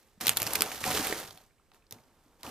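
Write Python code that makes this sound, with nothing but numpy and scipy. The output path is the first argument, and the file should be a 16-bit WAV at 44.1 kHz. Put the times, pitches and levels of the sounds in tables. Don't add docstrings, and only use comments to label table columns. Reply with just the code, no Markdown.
import sys
import numpy as np
from scipy import signal
from scipy.fft import rfft, irfft
from scipy.io import wavfile
from scipy.ndimage import uniform_filter1d

SR = 44100
rng = np.random.default_rng(int(sys.argv[2]) if len(sys.argv) > 2 else 0)


def inscribe(sig):
    pcm = np.round(np.clip(np.atleast_2d(sig).T, -1, 1) * 32767)
    wavfile.write(sys.argv[1], SR, pcm.astype(np.int16))


def linear_from_db(decibels):
    return 10 ** (np.asarray(decibels, float) / 20)


N = 110250

# f/Hz, density/dB
SNAP_TONE = [(290, -22.5), (900, -6.5), (3900, -1.5), (5890, -3), (9270, -4.5), (10800, -5.5), (13200, 1.5),
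             (14800, -9.5)]


def evened(x):
    return x / np.sqrt(np.mean(x ** 2) + 1e-20)


def read(points, hz):
    f, value = np.transpose(points)
    return np.interp(np.log(hz + 1), np.log(f + 1), value)


def add(mix, s, sound):
    part = mix[round(s * SR):][:len(sound)]
    part += sound[:len(part)]


def colour(x, points):
    hz = np.fft.rfftfreq(4096, 1 / SR)
    cepstrum = irfft(np.log(linear_from_db(np.maximum(read(points, hz), -90))))
    cepstrum = np.concatenate([cepstrum[:1], 2 * cepstrum[1:2048], np.zeros(2048)])
    response = irfft(np.exp(rfft(cepstrum)))[:2048]
    return signal.oaconvolve(x, response)[:len(x)]


def resonate(x, hz, width):
    r = np.exp(-np.pi * width / SR)
    return 2 * signal.lfilter([1 - r], [1, -r * np.exp(2j * np.pi * hz / SR)], x).real


def grains(rate, spread_db, low_hz, high_hz, cycles, count):
    sizes = linear_from_db(spread_db * np.minimum(rng.exponential(1, N), 4.5))
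    clicks = sizes * (rng.random(N) < rate / SR)
    kind, out = rng.integers(0, count, N), np.zeros(N)
    for k, hz in enumerate(np.geomspace(low_hz, high_hz, count)):
        ringing = resonate(clicks * (kind == k), hz, hz / cycles)
        out += np.sqrt(hz) * ringing / hz * cycles
    return evened(out)


def strikes(rows, make):
    out = np.zeros((2, N))
    noise = rng.standard_normal((len(rows), 2, 6000))
    for (s, *settings), draws in zip(rows, noise):
        for port in range(2):
            add(out[port], s, make(*settings, draws[port]))
    return out


def movement(column):
    # start/s, hold/s, fade/(dB/s), liner rustle/dB, cereal shift/dB
    moves = [(-.05, 0.036, 73, -63, -69), (0.202, 0.11, 236.5, -37.5, -44), (0.352, 0.21, 150, -39, -44.5),
             (0.565, .1, 90, -39, -42), (0.687, .07, 105, -42, -55.5), (0.795, 0.15, 141, -38.5, -50.5),
             (0.84, 0.13, 101, -32.5, -38.5), (0.935, 0.13, 125, -33.5, -42.5),
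             (1.063, 0.13, 128, -39.5, -46.5), (1.3, .11, 251, -63, -65.5), (1.725, 0.03, 245.5, -66, -68),
             (1.907, 0.018, 119.5, -60, -58.5), (1.98, 0.57, 100, -74, -71.5),
             (2.387, 0.037, 293.5, -65, -64.5), (2.429, 0.088, 148, -47, -47.5)]
    rise_s = 0.014
    t, power = np.arange(N) / SR, 0
    for start, hold, fade_db, *peak_db in moves:
        rise = np.clip((t - start) / rise_s, 0, 1)
        fade = fade_db * np.maximum(t - start - hold, 0)
        power = power + (rise * linear_from_db(peak_db[column] - fade)) ** 2
    return np.sqrt(power)


def pair(x, other):
    # f/Hz, left-right likeness (0 to 1)
    likeness = [(25, .3), (100, .9), (500, .97), (2000, .88), (5000, .68), (14000, .45)]
    lag_s, left_db = 2.4e-5, -2
    hz = np.fft.rfftfreq(N, 1 / SR)
    same = np.clip(read(likeness, hz), 0, 1)
    left = same * rfft(x) + np.sqrt(1 - same ** 2) * rfft(other)
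    left = left * np.exp(-2j * np.pi * hz * lag_s)
    shade = linear_from_db(left_db * np.clip(hz / 4000 + 0.9, 0, 1.2))
    return np.array([irfft(left * shade, N), x])


def air():
    # f/Hz, density/dB
    hush_tone = [(12, -28.5), (20, 4.5), (198, -11.5), (455, -11), (599, -16.5), (1130, -18.5),
                 (3330, -26.5), (14800, -30.5)]
    hush_db, whine_db, whine_hz, whine_width_hz = -67.5, -89, 8050, 200
    a, b, c = rng.standard_normal((3, N))
    hush = pair(evened(colour(a, hush_tone)), evened(colour(b, hush_tone)))
    whine = evened(resonate(c, whine_hz, whine_width_hz))
    return linear_from_db(hush_db) * hush + linear_from_db(whine_db) * whine


def settling():
    return linear_from_db(-88) * grains(35, 2, 1200, 3500, 2.8, count=8)


def rustle():
    # f/Hz, density/dB
    liner_tone = [(710, -23), (1200, -10.5), (1580, -9.5), (6450, -6), (8750, -8), (13600, -2.5),
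                  (14800, -7.5)]
    clump_s, clump_db = 0.003, 1.9
    span = max(round(clump_s * SR), 1)
    drift = uniform_filter1d(uniform_filter1d(rng.standard_normal(N), span), span)
    clumps = linear_from_db(clump_db * evened(drift))
    ports = []
    for _ in range(2):
        creases = clumps * grains(4000, -0.5, 760, 15000, 3.1, count=24)
        hiss = 0.15 * rng.standard_normal(N)
        ports.append(evened(colour(creases + hiss, liner_tone)))
    return movement(column=0) * np.array(ports)


def shifting():
    # f/Hz, width/Hz, level/dB
    box = [(425, 40, 1.5), (810, 38, 0), (1080, 90, -3.5), (1230, 51, -17.5), (2130, 120, -6.5)]
    # f/Hz, density/dB
    card_tone = [(18, -49), (30, -21), (110, -16), (260, -9.5), (413, -9.5), (655, -6), (800, -5),
                 (1080, -8.5), (1800, -16), (2340, -44), (3960, -120)]
    balls = grains(820, 0.5, 65, 2200, 2.3, count=16)
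    sliding = evened(colour(rng.standard_normal(N), [(30, -5.5), (2500, 3), (4000, -35.5)]))
    drive = balls + 0.5 * sliding
    hollow = sum(linear_from_db(db) * resonate(drive, hz, width + 60) for hz, width, db in box)
    return movement(column=1) * evened(colour(drive + 0.11 * hollow, card_tone))


def knock(db, hz, ring_s, noise):
    t = np.arange(len(noise)) / SR
    phase = 2 * np.pi * hz * t
    modes = np.sin(phase) + 0.29 * np.sin(0.74 * phase)
    modes += 0.2 * np.sin(2 * phase) * linear_from_db(-60 * t / 0.03)
    body = modes * linear_from_db(-60 * t / max(ring_s, 0.01)) * np.minimum(t * hz / 0.47, 1)
    tick = 0.12 * resonate(noise, 2400, 1500) * linear_from_db(-60 * t / 0.015)
    return linear_from_db(db + 0.5) * (body + tick * hz / 400)


def knocks():
    # t/s, peak/dB, f/Hz, ring/s
    walls = [(0.176, -50.5, 187, 0.059), (0.424, -34, 708, 0.036), (.469, -31, 758, 0.034),
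             (.525, -41, 890, 0.071), (.552, -42, 842, 0.19), (.553, -38, 425, .1), (.585, -39, 804, 0.11),
             (0.606, -31, 426, 0.075), (.648, -41, 433, 0.086), (.84, -38.5, 751, 0.044),
             (0.866, -34, 739, 0.14), (.879, -31.5, 998, 0.084), (.912, -28.5, 770, 0.037),
             (.948, -28.5, 434, 0.054), (0.996, -27, 282, 0.062), (1.05, -36, 780, 0.096),
             (1.1, -27, 413, 0.045), (1.1247, -21.5, 419, 0.024), (1.228, -37.5, 810, .03),
             (1.717, -58, 800, .04), (1.91, -49.5, 394, 0.025), (2.445, -56, 300, 0.055),
             (2.475, -39.5, 262, 0.082)]
    # t/s, peak/dB, f/Hz, ring/s
    thumps = [(0.236, -48, 97.2, 0.43), (0.28, -38, 149, 0.14), (0.412, -43.5, 112.5, 0.34),
              (.83, -42.5, 120, 0.12), (0.875, -36, 126, 0.14), (0.965, -43.5, 85, 0.11),
              (1.245, -46, 130, 0.08), (1.285, -52, 100, 0.092), (1.346, -54, 169, 0.079),
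              (1.926, -47.5, 112, 0.12), (1.96, -51, 242.4, 0.088), (2.261, -59.5, 260, .08),
              (2.446, -47.5, 116, 0.14)]
    return strikes(walls + thumps, knock)


def snap(db, hz, ring_s, tilt_db, noise):
    noise = noise[:SR // 20]
    t = np.arange(len(noise)) / SR
    burst = noise * np.minimum(t / 0.0012, 1) ** 2
    crack = burst * linear_from_db(-60 * t / max(ring_s, 0.002))
    after = burst * linear_from_db(-26 - 60 * t / 0.013)
    tilt_db = np.clip(tilt_db, -8, 8)
    film = [(f, v + tilt_db * np.log2(max(f, 1500) / 5000)) for f, v in SNAP_TONE]
    patch = evened(resonate(resonate(crack, hz, 0.57 * hz), hz, 0.57 * hz))
    tone = evened(colour(crack + after, film)) + 0.62 * np.sqrt(hz / 6000) * patch
    return linear_from_db(db + 2.5) * tone / abs(tone).max()


def snaps():
    # t/s, peak/dB, f/Hz, ring/s, tilt/(dB/octave)
    creases = [(0.2089, -22.5, 1930, 0.047, 1), (0.2573, -24, 5030, 0.014, -4.5),
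               (0.268, -6.5, 13500, 0.012, -2.1), (0.2768, -18.5, 5470, 0.008, 0.1),
               (0.2795, -9, 3810, 0.014, 2), (0.3699, -9.5, 12700, 0.011, 0), (0.3739, -15, 3760, 0.011, 8),
               (0.4, -18.5, 2800, 0.014, 6.5), (0.4181, -14.5, 13900, 0.008, 1.5),
               (0.4285, -14, 2500, 0.0057, 6), (0.4654, -18.5, 5080, 0.036, 3),
               (0.4729, -20, 2500, 0.012, -0.4), (0.5064, -24.5, 2790, 0.0062, -1.2),
               (0.5226, -37, 3430, 0.011, -10.9), (0.5337, -14.5, 11900, 0.0094, 6),
               (0.552, -18.5, 4260, 0.012, 0.5), (0.5538, -12.5, 2390, 0.024, 1),
               (0.5885, -36, 2610, 0.02, -4), (0.607, -12.5, 5210, 0.0063, 1),
               (0.62, -8, 12600, 0.004, 1.9), (0.716, -29, 2260, 0.016, -11),
               (0.8396, -20, 2500, 0.016, -5.5), (1.069, -17, 3250, 0.011, 7)]
    # t/s, peak/dB, f/Hz, ring/s, tilt/(dB/octave)
    ticks = [(0.9106, -19.5, 3360, 0.011, 0), (0.9482, -19, 4100, 0.011, 9), (1.0281, -30, 6650, 0.0069, 2),
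             (1.1251, -17, 1850, 0.0049, -9), (1.2766, -36.5, 4660, 0.003, -2.5),
             (1.3076, -40, 4160, 0.0072, -10), (1.374, -38.5, 3710, 0.0092, 3.5),
             (1.4132, -49, 5960, 0.011, 8), (1.4624, -60.5, 1620, 0.01, 0),
             (1.716, -48.5, 2257, 0.011, -10.5), (1.7447, -52.5, 2440, 0.00985, -2.5),
             (1.9087, -34, 5300, 0.012, 4), (1.9241, -28.5, 5170, 0.0027, 4), (1.941, -51, 6000, 0.048, -3),
             (2.431, -32, 3770, 0.0099, -1.3)]
    # t/s, peak/dB, f/Hz, ring/s, tilt/(dB/octave)
    hardest = [(0.2924, -5.5, 8990, 0.009, 0)]
    return strikes(creases + ticks + hardest, snap)


def cracks():
    # t/s, peak/dB
    spike_table = [(.2934, .5), (.5345, -16), (.5557, -11), (.6082, -15), (.6208, -3.5), (.8408, -17),
                   (1.9107, -34), (1.9237, -29), (2.433, -24), (1.3085, -34)]
    spikes = np.zeros(N)
    for s, db in spike_table:
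        add(spikes, s, linear_from_db(db) * np.ones(1))
    film = colour(np.eye(1, 300)[0], SNAP_TONE)
    return signal.oaconvolve(spikes, film / abs(film).max())[:N]


def tap(db, hz, noise):
    ring_s, width_hz = 0.014, 0.4 * hz
    t = np.arange(len(noise)) / SR
    burst = noise * linear_from_db(-60 * t / ring_s)
    tone = resonate(resonate(burst, hz, width_hz), hz, width_hz)
    return linear_from_db(db) * tone / abs(tone).max()


def taps():
    # t/s, peak/dB, f/Hz
    drops = [(.465, -31, 1840), (.6205, -23.5, 1310), (.8399, -23.5, 1810), (.8753, -29, 1640),
             (1.3075, -38, 4200), (1.345, -58, 6554), (1.382, -50.5, 4330), (1.428, -62, 1100),
             (1.463, -58, 5940), (1.508, -60, 1970), (1.5828, -62, 2220), (1.597, -59, 1100),
             (1.6632, -68.5, 2340), (1.736, -57, 4200), (1.8228, -59, 2320), (1.8667, -56, 4500),
             (1.985, -54.5, 2200), (2.037, -60.5, 4500), (2.085, -65, 2214), (2.331, -58, 1159),
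             (2.465, -36, 2600)]
    return strikes(drops, tap)


def room(x):
    # f/Hz, t60/s
    decay = [(100, 0.58), (1000, 0.26), (4000, 0.099), (15000, 0.085)]
    echoes = np.zeros((2, SR // 2))
    at = np.arange(100, SR // 2 - 20, 20) + rng.integers(0, 20, (2, (SR // 2 - 101) // 20))
    np.put_along_axis(echoes, at, rng.choice([-1., 1.], at.shape), 1)
    hz, t, z = signal.stft(echoes, SR, nperseg=256)
    t60 = np.maximum(read(decay, hz), 0.02)[:, None]
    tail = signal.istft(z * linear_from_db(-60 * t / t60), SR, nperseg=256)[1]
    return signal.fftconvolve(x[None], tail / np.linalg.norm(tail[0]), axes=1)[:, :N]


def scene():
    film = rustle() + snaps() + cracks() + taps()
    box = knocks() + shifting()
    near = film + box + settling()
    echo = pair(*room(near[0]))
    return pair(near[0], near[1]) + linear_from_db(-13) * echo + air()


def roll_off(x):
    return signal.sosfilt(signal.butter(12, 16790, fs=SR, output="sos"), x)


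def record(dry):
    shelf_hz, shelf_db, edge_hz = 15150, -37, 16700
    hz = np.fft.rfftfreq(N, 1 / SR)
    corners = [shelf_hz - 150, shelf_hz + 150, edge_hz, edge_hz + 200]
    top_db = np.interp(hz, corners, [0, shelf_db, shelf_db - 8, -90])
    mix = irfft(rfft(np.clip(dry, -0.9, 0.9)) * linear_from_db(top_db), N)
    return roll_off(mix)


dry = scene()
out = record(dry)
inscribe(out)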